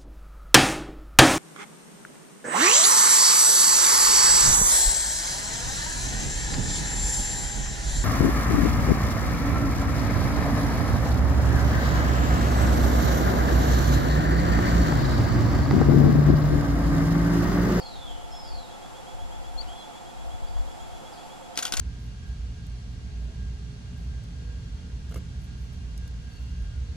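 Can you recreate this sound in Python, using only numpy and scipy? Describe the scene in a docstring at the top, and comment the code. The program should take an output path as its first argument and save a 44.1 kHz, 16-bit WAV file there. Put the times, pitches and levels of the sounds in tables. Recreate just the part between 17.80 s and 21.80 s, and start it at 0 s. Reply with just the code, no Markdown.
"""A quiet forest. From the start a distant rush hangs in the air, a breeze rumbles on the microphone,
an insect holds a thin whine, a far bird gives two falling whistles and a cricket chirps evenly.
After a second come scattered soft knocks among the branches, then short notes from small birds,
reverberating among the trees. At the end something close clacks through two quick cycles,
most likely a camera's mirror and shutter, each impact ringing the casing."""
import sys
import numpy as np
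from scipy import signal
from scipy.fft import rfft, irfft
from scipy.io import wavfile

SR = 44100
rng = np.random.default_rng(int(sys.argv[2]) if len(sys.argv) > 2 else 0)


def file_out(sig):
    """Save sig as 16-bit WAV at sys.argv[1]."""
    # one column per channel
    cols = np.atleast_2d(sig).T
    # limit, then scale
    lim = np.clip(cols, -1, 1)
    pcm = np.round(lim * 32767).astype(np.int16)
    wavfile.write(sys.argv[1], SR, pcm)


N = 176400


def undb(db):
    """Amplitude ratio of a level in decibels."""
    return 10 ** (np.asarray(db) / 20)


def unit(x):
    """Normalisation to rms 1."""
    return x / np.sqrt(np.mean(np.abs(x) ** 2) + 1e-20)


def freqs():
    """Frequency of each spectral bin, at least 1 Hz."""
    return np.maximum(np.arange(N // 2 + 1) * SR / N, 1)


def colour(points):
    """Spectral envelope: gain per bin, interpolated over log frequency."""
    hz, db = np.array(points, float).T
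    return undb(np.interp(np.log(freqs()), np.log(np.maximum(hz, 1)), db))


def noise(gain):
    """Spectral shaping: white noise weighted per bin, at rms 1."""
    return unit(irfft(rfft(rng.standard_normal(N)) * gain, N))


def resonance(hz, width):
    """Band-pass response of a steep resonance, as gain per bin."""
    return 1 / (1 + ((freqs() ** 2 - hz ** 2) / (freqs() * width * np.sqrt(2))) ** 2)


def drift(rate_hz):
    """Random modulation: low-pass noise of rms 1."""
    return noise(np.exp(-(freqs() / rate_hz) ** 2))


def place(x, pan_db, lead):
    """Stereo localisation: the left channel is pan_db louder and leads by a phase in radians."""
    analytic = signal.hilbert(x)
    return np.array([(analytic * np.exp(.5j * s * lead)).real * undb(s * pan_db / 2) for s in (1, -1)])


def forest(x, t60=.56):
    """Reverberation: scattering from trunks and leaves leaves a diffuse, exponentially decaying tail."""
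    t = np.arange(SR) / SR
    tail = rng.standard_normal((3, SR)) * np.exp(-np.log(1000) * t / t60) * (1 - np.exp(-t / .002))
    tail = tail[:2] + 1.25 * tail[2]  # a shared part makes the channels partly coherent
    tail /= np.sqrt(np.sum(tail ** 2, axis=1, keepdims=True))
    return signal.fftconvolve(x[None], tail, axes=1)[:, :N]


# Spectra of the air, in phase and in antiphase between channels (frequency [Hz], relative level [dB])
AIR_MID_SPECTRUM = [(30, -8), (100, -13.5), (300, -12), (430, -15.5), (600, -15), (750, -6), (1050, -13.5),
                    (2000, -22.5), (3300, -22.5), (4000, -24), (7400, -28.5), (8000, -31.5), (10000, -31),
                    (13000, -38.5), (15000, -52)]
AIR_SIDE_SPECTRUM = [(35, -47), (60, -5), (399, -7.5), (438, -20), (514, -10), (711, -14.5), (1960, -23),
                     (3340, -26), (4020, -30), (7680, -31.5), (15000, -45)]
# Resonances of the distant rush (frequency [Hz], bandwidth [Hz], level [dB], left lead [rad])
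RUSH_BANDS = [(524, 35, -54.5, 1.72), (713.3, 47, -51.5, 0.84), (802.5, 51, -55.5, 2.03),
              (870.6, 53, -54, 1.02), (1329, 89, -61, 1.6)]
def air():
    """Ambient noise: a broadband hiss, in antiphase in the bass, and a hollow rush in resonant bands."""
    mid = noise(colour(AIR_MID_SPECTRUM)) * undb(-49 + .5 * drift(2))
    side = noise(colour(AIR_SIDE_SPECTRUM)) * undb(-45.5 + .53 * drift(4.2))
    rush = 0
    for hz, width, db, lead in RUSH_BANDS:
        band = noise(resonance(hz, width)) * undb(db + .92 * drift(15))
        rush += place(band, pan_db=-4.5, lead=lead)
    return np.array([mid + side, mid - side]) + rush


# Strength of the gusts (time [s], level [dB])
GUST_LEVELS = [(0, -47.5), (.33, -37), (.41, -41.5), (.49, -37), (.6, -43.5), (.75, -28), (.85, -46),
               (.97, -47), (1.3, -50), (1.41, -32.5), (1.62, -43), (1.73, -31.5), (1.93, -33.5),
               (2.02, -60), (2.3, -46), (2.48, -31.5), (2.69, -31.5), (2.77, -25.5), (2.92, -41.5),
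               (3.12, -38), (3.3, -54), (3.78, -72), (4, -22)]
# Spectrum of their rumble (frequency [Hz], relative level [dB])
GUST_SPECTRUM = [(8, -6), (20, -1.5), (45, 4), (75, -16), (120, -24), (250, -51), (800, -90)]
def breeze(t):
    """Wind noise: gusts push the two microphone ports in antiphase; a faint flutter reaches both alike."""
    gust = undb(np.interp(t, *np.array(GUST_LEVELS).T) + 2 * drift(12))
    rumble = place(gust * noise(colour(GUST_SPECTRUM)), pan_db=2.5, lead=np.pi)
    flutter = undb(-26) * gust * noise(resonance(hz=78, width=36))
    return rumble + flutter


def whine(t):
    """Frequency modulation: an insect's thin tone jitters about a slowly rising pitch."""
    hz = 7465 + 32 * t + 8 * drift(4) + 35 * drift(250)
    phase = 2 * np.pi * np.cumsum(hz) / SR
    song = unit(np.sin(phase)) * undb(-63 + .26 * drift(40))
    return undb(-3.5) * song + undb(-13) * forest(song)


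def syrinx(age, hz, length, attack, release):
    """A bird's voice: a nearly pure tone under random frequency and amplitude modulation."""
    envelope = np.clip(np.minimum(age / attack, (length - age) / release), 0, 1)
    phase = 2 * np.pi * np.cumsum(hz * (1 + .008 * drift(117))) / SR
    return envelope * undb(2.6 * drift(38)) * unit(np.sin(phase))


# Glide of a whistle (time since onset [s], frequency [Hz])
WHISTLE_GLIDE = [(0, 5200), (.05, 5310), (.1, 5170), (.15, 4900), (.2, 4550), (.25, 4290), (.35, 3730),
                 (.45, 3390), (.5, 3160), (.62, 2780)]
# Its swell (time since onset [s], relative level [dB])
WHISTLE_LEVELS = [(0, 0), (.1, 0), (.16, -2), (.23, 1), (.31, -3), (.43, 2), (.6, .5)]
# The whistles (onset [s], duration [s], level [dB], left lead [rad], reverberation gain [dB])
FALLING_WHISTLES = [(-.2, .6, -53.5, -.4, 3), (.5, .41, -53.5, -.3, 1.5)]
def far_bird(t):
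    """Falling glides smeared by reverberation, which at a distance outweighs the direct sound."""
    lead_in_s = .25  # the first whistle is already under way at time zero
    out = 0
    for start, length, db, lead, echo_db in FALLING_WHISTLES:
        age = t - lead_in_s - start
        hz = np.interp(age, *np.array(WHISTLE_GLIDE).T)
        effort = undb(db + np.interp(age, *np.array(WHISTLE_LEVELS).T))
        note = effort * syrinx(age, hz, length, attack=.025, release=.1)
        out += place(note, 0, lead) + undb(echo_db) * forest(note)
    return np.pad(out, ((0, 0), (0, int(lead_in_s * SR))))[:, -N:]


def cricket(t):
    """Stridulation: each chirp scoops up to the wing's pitch, swells, dips once and echoes off trees."""
    first_s, period_s, length_s, attack_s, release_s = .028, .1237, .067, .004, .022
    wing_hz, scoop_hz, swell_db_per_s = 3395, 240, 75
    age = (t - first_s + .001 * drift(3)) % period_s
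    hz = (wing_hz - scoop_hz * np.exp(-age / .015)) * (1 + .005 * drift(150))
    phase = 2 * np.pi * np.cumsum(hz) / SR
    tone = unit(np.sin(phase) + undb(-13) * np.sin(2 * phase))
    envelope = np.clip(np.minimum(age / attack_s, (length_s - age) / release_s), 0, 1)
    dip_db = -6 * np.exp(-((age - .038) / .004) ** 2)
    waver_db = .9 * drift(8.7) + 1.8 * drift(86)
    song = envelope * undb(-57 + swell_db_per_s * age + dip_db + waver_db) * tone
    reflection = undb(-12) * np.interp(t - .05, t, song)
    return song + reflection + undb(-8) * forest(song)


# Knocks (onset [s], level [dB], frequency [Hz], bandwidth [Hz], decay time [s], left lead [rad])
BRANCH_KNOCKS = [(1.061, -41, 900, 900, .003, .43), (1.822, -46, 2620, 2000, .005, 1.9),
                 (1.842, -47, 3000, 2000, .0051, 1.7), (2.766, -37.5, 755, 220, .012, 1),
                 (2.885, -40, 780, 250, .006, 1), (3.212, -42, 240, 260, .022, 1.6)]
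def knocks(t):
    """Damped resonance: each soft tap among the branches is a noise band that decays exponentially."""
    out = 0
    for start, db, hz, width, decay, lead in BRANCH_KNOCKS:
        age = np.maximum(t - start, 0)
        envelope = (1 - np.exp(-age / (decay / 10))) * np.exp(-age / decay)
        out += place(undb(db) * envelope * noise(resonance(hz, width)), 0, lead)
    return out


# Short notes (onset [s], duration [s], level [dB], left minus right [dB], left lead [rad],
# reverberation gain [dB], frequencies at equal time steps [Hz])
BIRD_NOTES = [ (1.59, 0.048, -64.5, 0, 0, 3, [5300, 4600, 5000, 4200]),
              (1.772, .036, -46, 20, .69, -20, [4180, 4320, 4400, 4370]),
              (1.799, .024, -43, 16, .69, -18, [4620, 4490, 4540, 4680]),
              (1.824, .014, -45.5, 9, 1.7, -13, [4350, 4230, 4080]),
              (1.85, .23, -52, -1.5, -1.2, -7, [2550, 2950, 3190, 3330, 3390, 3380, 3350, 3370, 3400]),
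              (1.974, .07, -56, 6, 1.4, -18, [4180, 4120, 4050, 3620]),
              (2.63, .09, -64, -6, 0, 4, [4200, 4400, 4900, 4500]),
              (3.0, 0.043, -60, 0, 0, -6, [7650, 6900, 6900, 8400]),
              (3.311, 0.046, -59, 2, 0, 4, [5840, 5200, 4400, 3500])]
def small_birds(t):
    """Short glides, heard as near or far by their ratio of direct to reverberant sound."""
    direct, scattered = 0, 0
    for start, length, db, pan_db, lead, echo_db, pitches in BIRD_NOTES:
        age = t - start
        hz = np.interp(age, np.linspace(0, length, len(pitches)), pitches)
        attack, release = min(.57 * length, .045), min(.39 * length, .045)
        note = undb(db) * syrinx(age, hz, length, attack, release)
        direct += place(note, pan_db, lead)
        scattered += undb(echo_db) * note
    return direct + forest(scattered)


# Spectrum of the casing (frequency [Hz], relative level [dB])
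CASING_SPECTRUM = [(200, -24), (700, -7), (1400, 2.5), (2300, -1), (3400, -1), (5500, 0), (7200, 1),
                   (8500, 0), (12000, -3), (15000, -18)]
# Its normal modes (frequency [Hz], 60 dB decay time [s], relative level [dB])
CASING_MODES = [(1498, 0.07, -19), (3470, 0.035, -14), (4460, 0.023, -14), (4880, 0.026, -13),
                (5950, 0.02, -18)]
# Phase difference of the clacks between the ports (frequency [Hz], left lead [rad])
CLACK_PHASE = [(200, 2.42), (1100, 0.65), (1700, 1.22), (3300, 1.16), (5900, 1.4), (7500, 2.59),
               (8200, 3.33), (13000, 3.67)]
# Impacts (time [s], level [dB], emphasis [Hz], attack time [s], decay time [s], thud gain [dB])
SHUTTER_IMPACTS = [(3.7570, -38.5, 5000, .0003, .002, -24), (3.767, -40, 4500, .0003, .003, -14),
                   (3.7746, -16.5, 5400, .00015, .0017, -18), (3.787, -32, 4800, .003, .003, -10),
                   (3.7897, -20.5, 3360, .0004, .003, -9), (3.8256, -23, 6600, .0004, 0.0023, -12.5),
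                   (3.829, -22.5, 7000, .0004, .0028, -26), (3.8524, -19, 6460, 0.0004, 0.0018, -20),
                   (3.853, -24.5, 3180, 0.00074, 0.0038, -23), (3.8686, -31, 3150, 0.005, 0.0031, -12),
                   (3.8792, -29, 3300, .00027, 0.0023, -15), (3.9227, -16.5, 5000, .00015, .0016, -18),
                   (3.938, -21, 3300, 0.00056, 0.0037, -7.5), (3.9406, -28, 5000, 0.00044, 0.0018, -7),
                   (3.9693, -24, 6560, .00037, 0.0024, -21), (3.9732, -20.5, 5170, 0.00036, 0.0019, -27),
                   (3.9962, -18, 7300, 0.00061, 0.0056, -20)]
def shutter(t):
    """Impact excitation: small parts strike with a crack, a thud, a modal ring and a short noisy tail."""
    casing = colour(CASING_SPECTRUM)
    direct, tail_power = np.zeros(N), np.zeros(N)
    for start, db, hz, attack, decay, thud_db in SHUTTER_IMPACTS:
        age = np.maximum(t - start, 0)
        blow = undb(db) * np.exp(np.clip((t - start) / attack, -20, 0))  # rises, then holds
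        emphasis_db = 11 * np.exp(-(np.log2(freqs() / hz) / .25) ** 2)
        crack = noise(casing * undb(emphasis_db)) * np.exp(-age / decay)
        thud = undb(thud_db) * noise(resonance(hz=257, width=100)) * np.exp(-age / .0053)
        ring = sum(undb(mode_db) * np.sin(2 * np.pi * mode_hz * age) * np.exp(-np.log(1000) * age / t60)
                   for mode_hz, t60, mode_db in CASING_MODES)
        direct += blow * (crack + thud + ring)
        tail_power += (blow * np.exp(-age / .023)) ** 2  # incoherent tails add in power
    tail = np.sqrt(tail_power)
    direct += undb(-14) * tail * noise(casing)
    echo = undb(-24.5) * tail * np.array([noise(casing), noise(casing)])
    spectrum, pan_db = rfft(direct, 2 * N), 3
    lead = np.interp(np.linspace(0, SR / 2, N + 1), *np.array(CLACK_PHASE).T)
    ports = [irfft(spectrum * np.exp(.5j * s * lead))[:N] * undb(s * pan_db / 2) for s in (1, -1)]
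    return np.array(ports) + echo


def scene():
    """Superposition: the pressures of all sources add at the microphone."""
    t = np.arange(N) / SR
    background = air() + breeze(t) + whine(t)
    return background + far_bird(t) + cricket(t) + knocks(t) + small_birds(t) + shutter(t)


def record(dry):
    """Band limiting: a steep elliptic low-pass filter removes the treble above 15 kHz."""
    return signal.sosfilt(signal.ellip(8, .2, 70, 15000, fs=SR, output="sos"), dry)


dry = scene()
out = record(dry)
file_out(out)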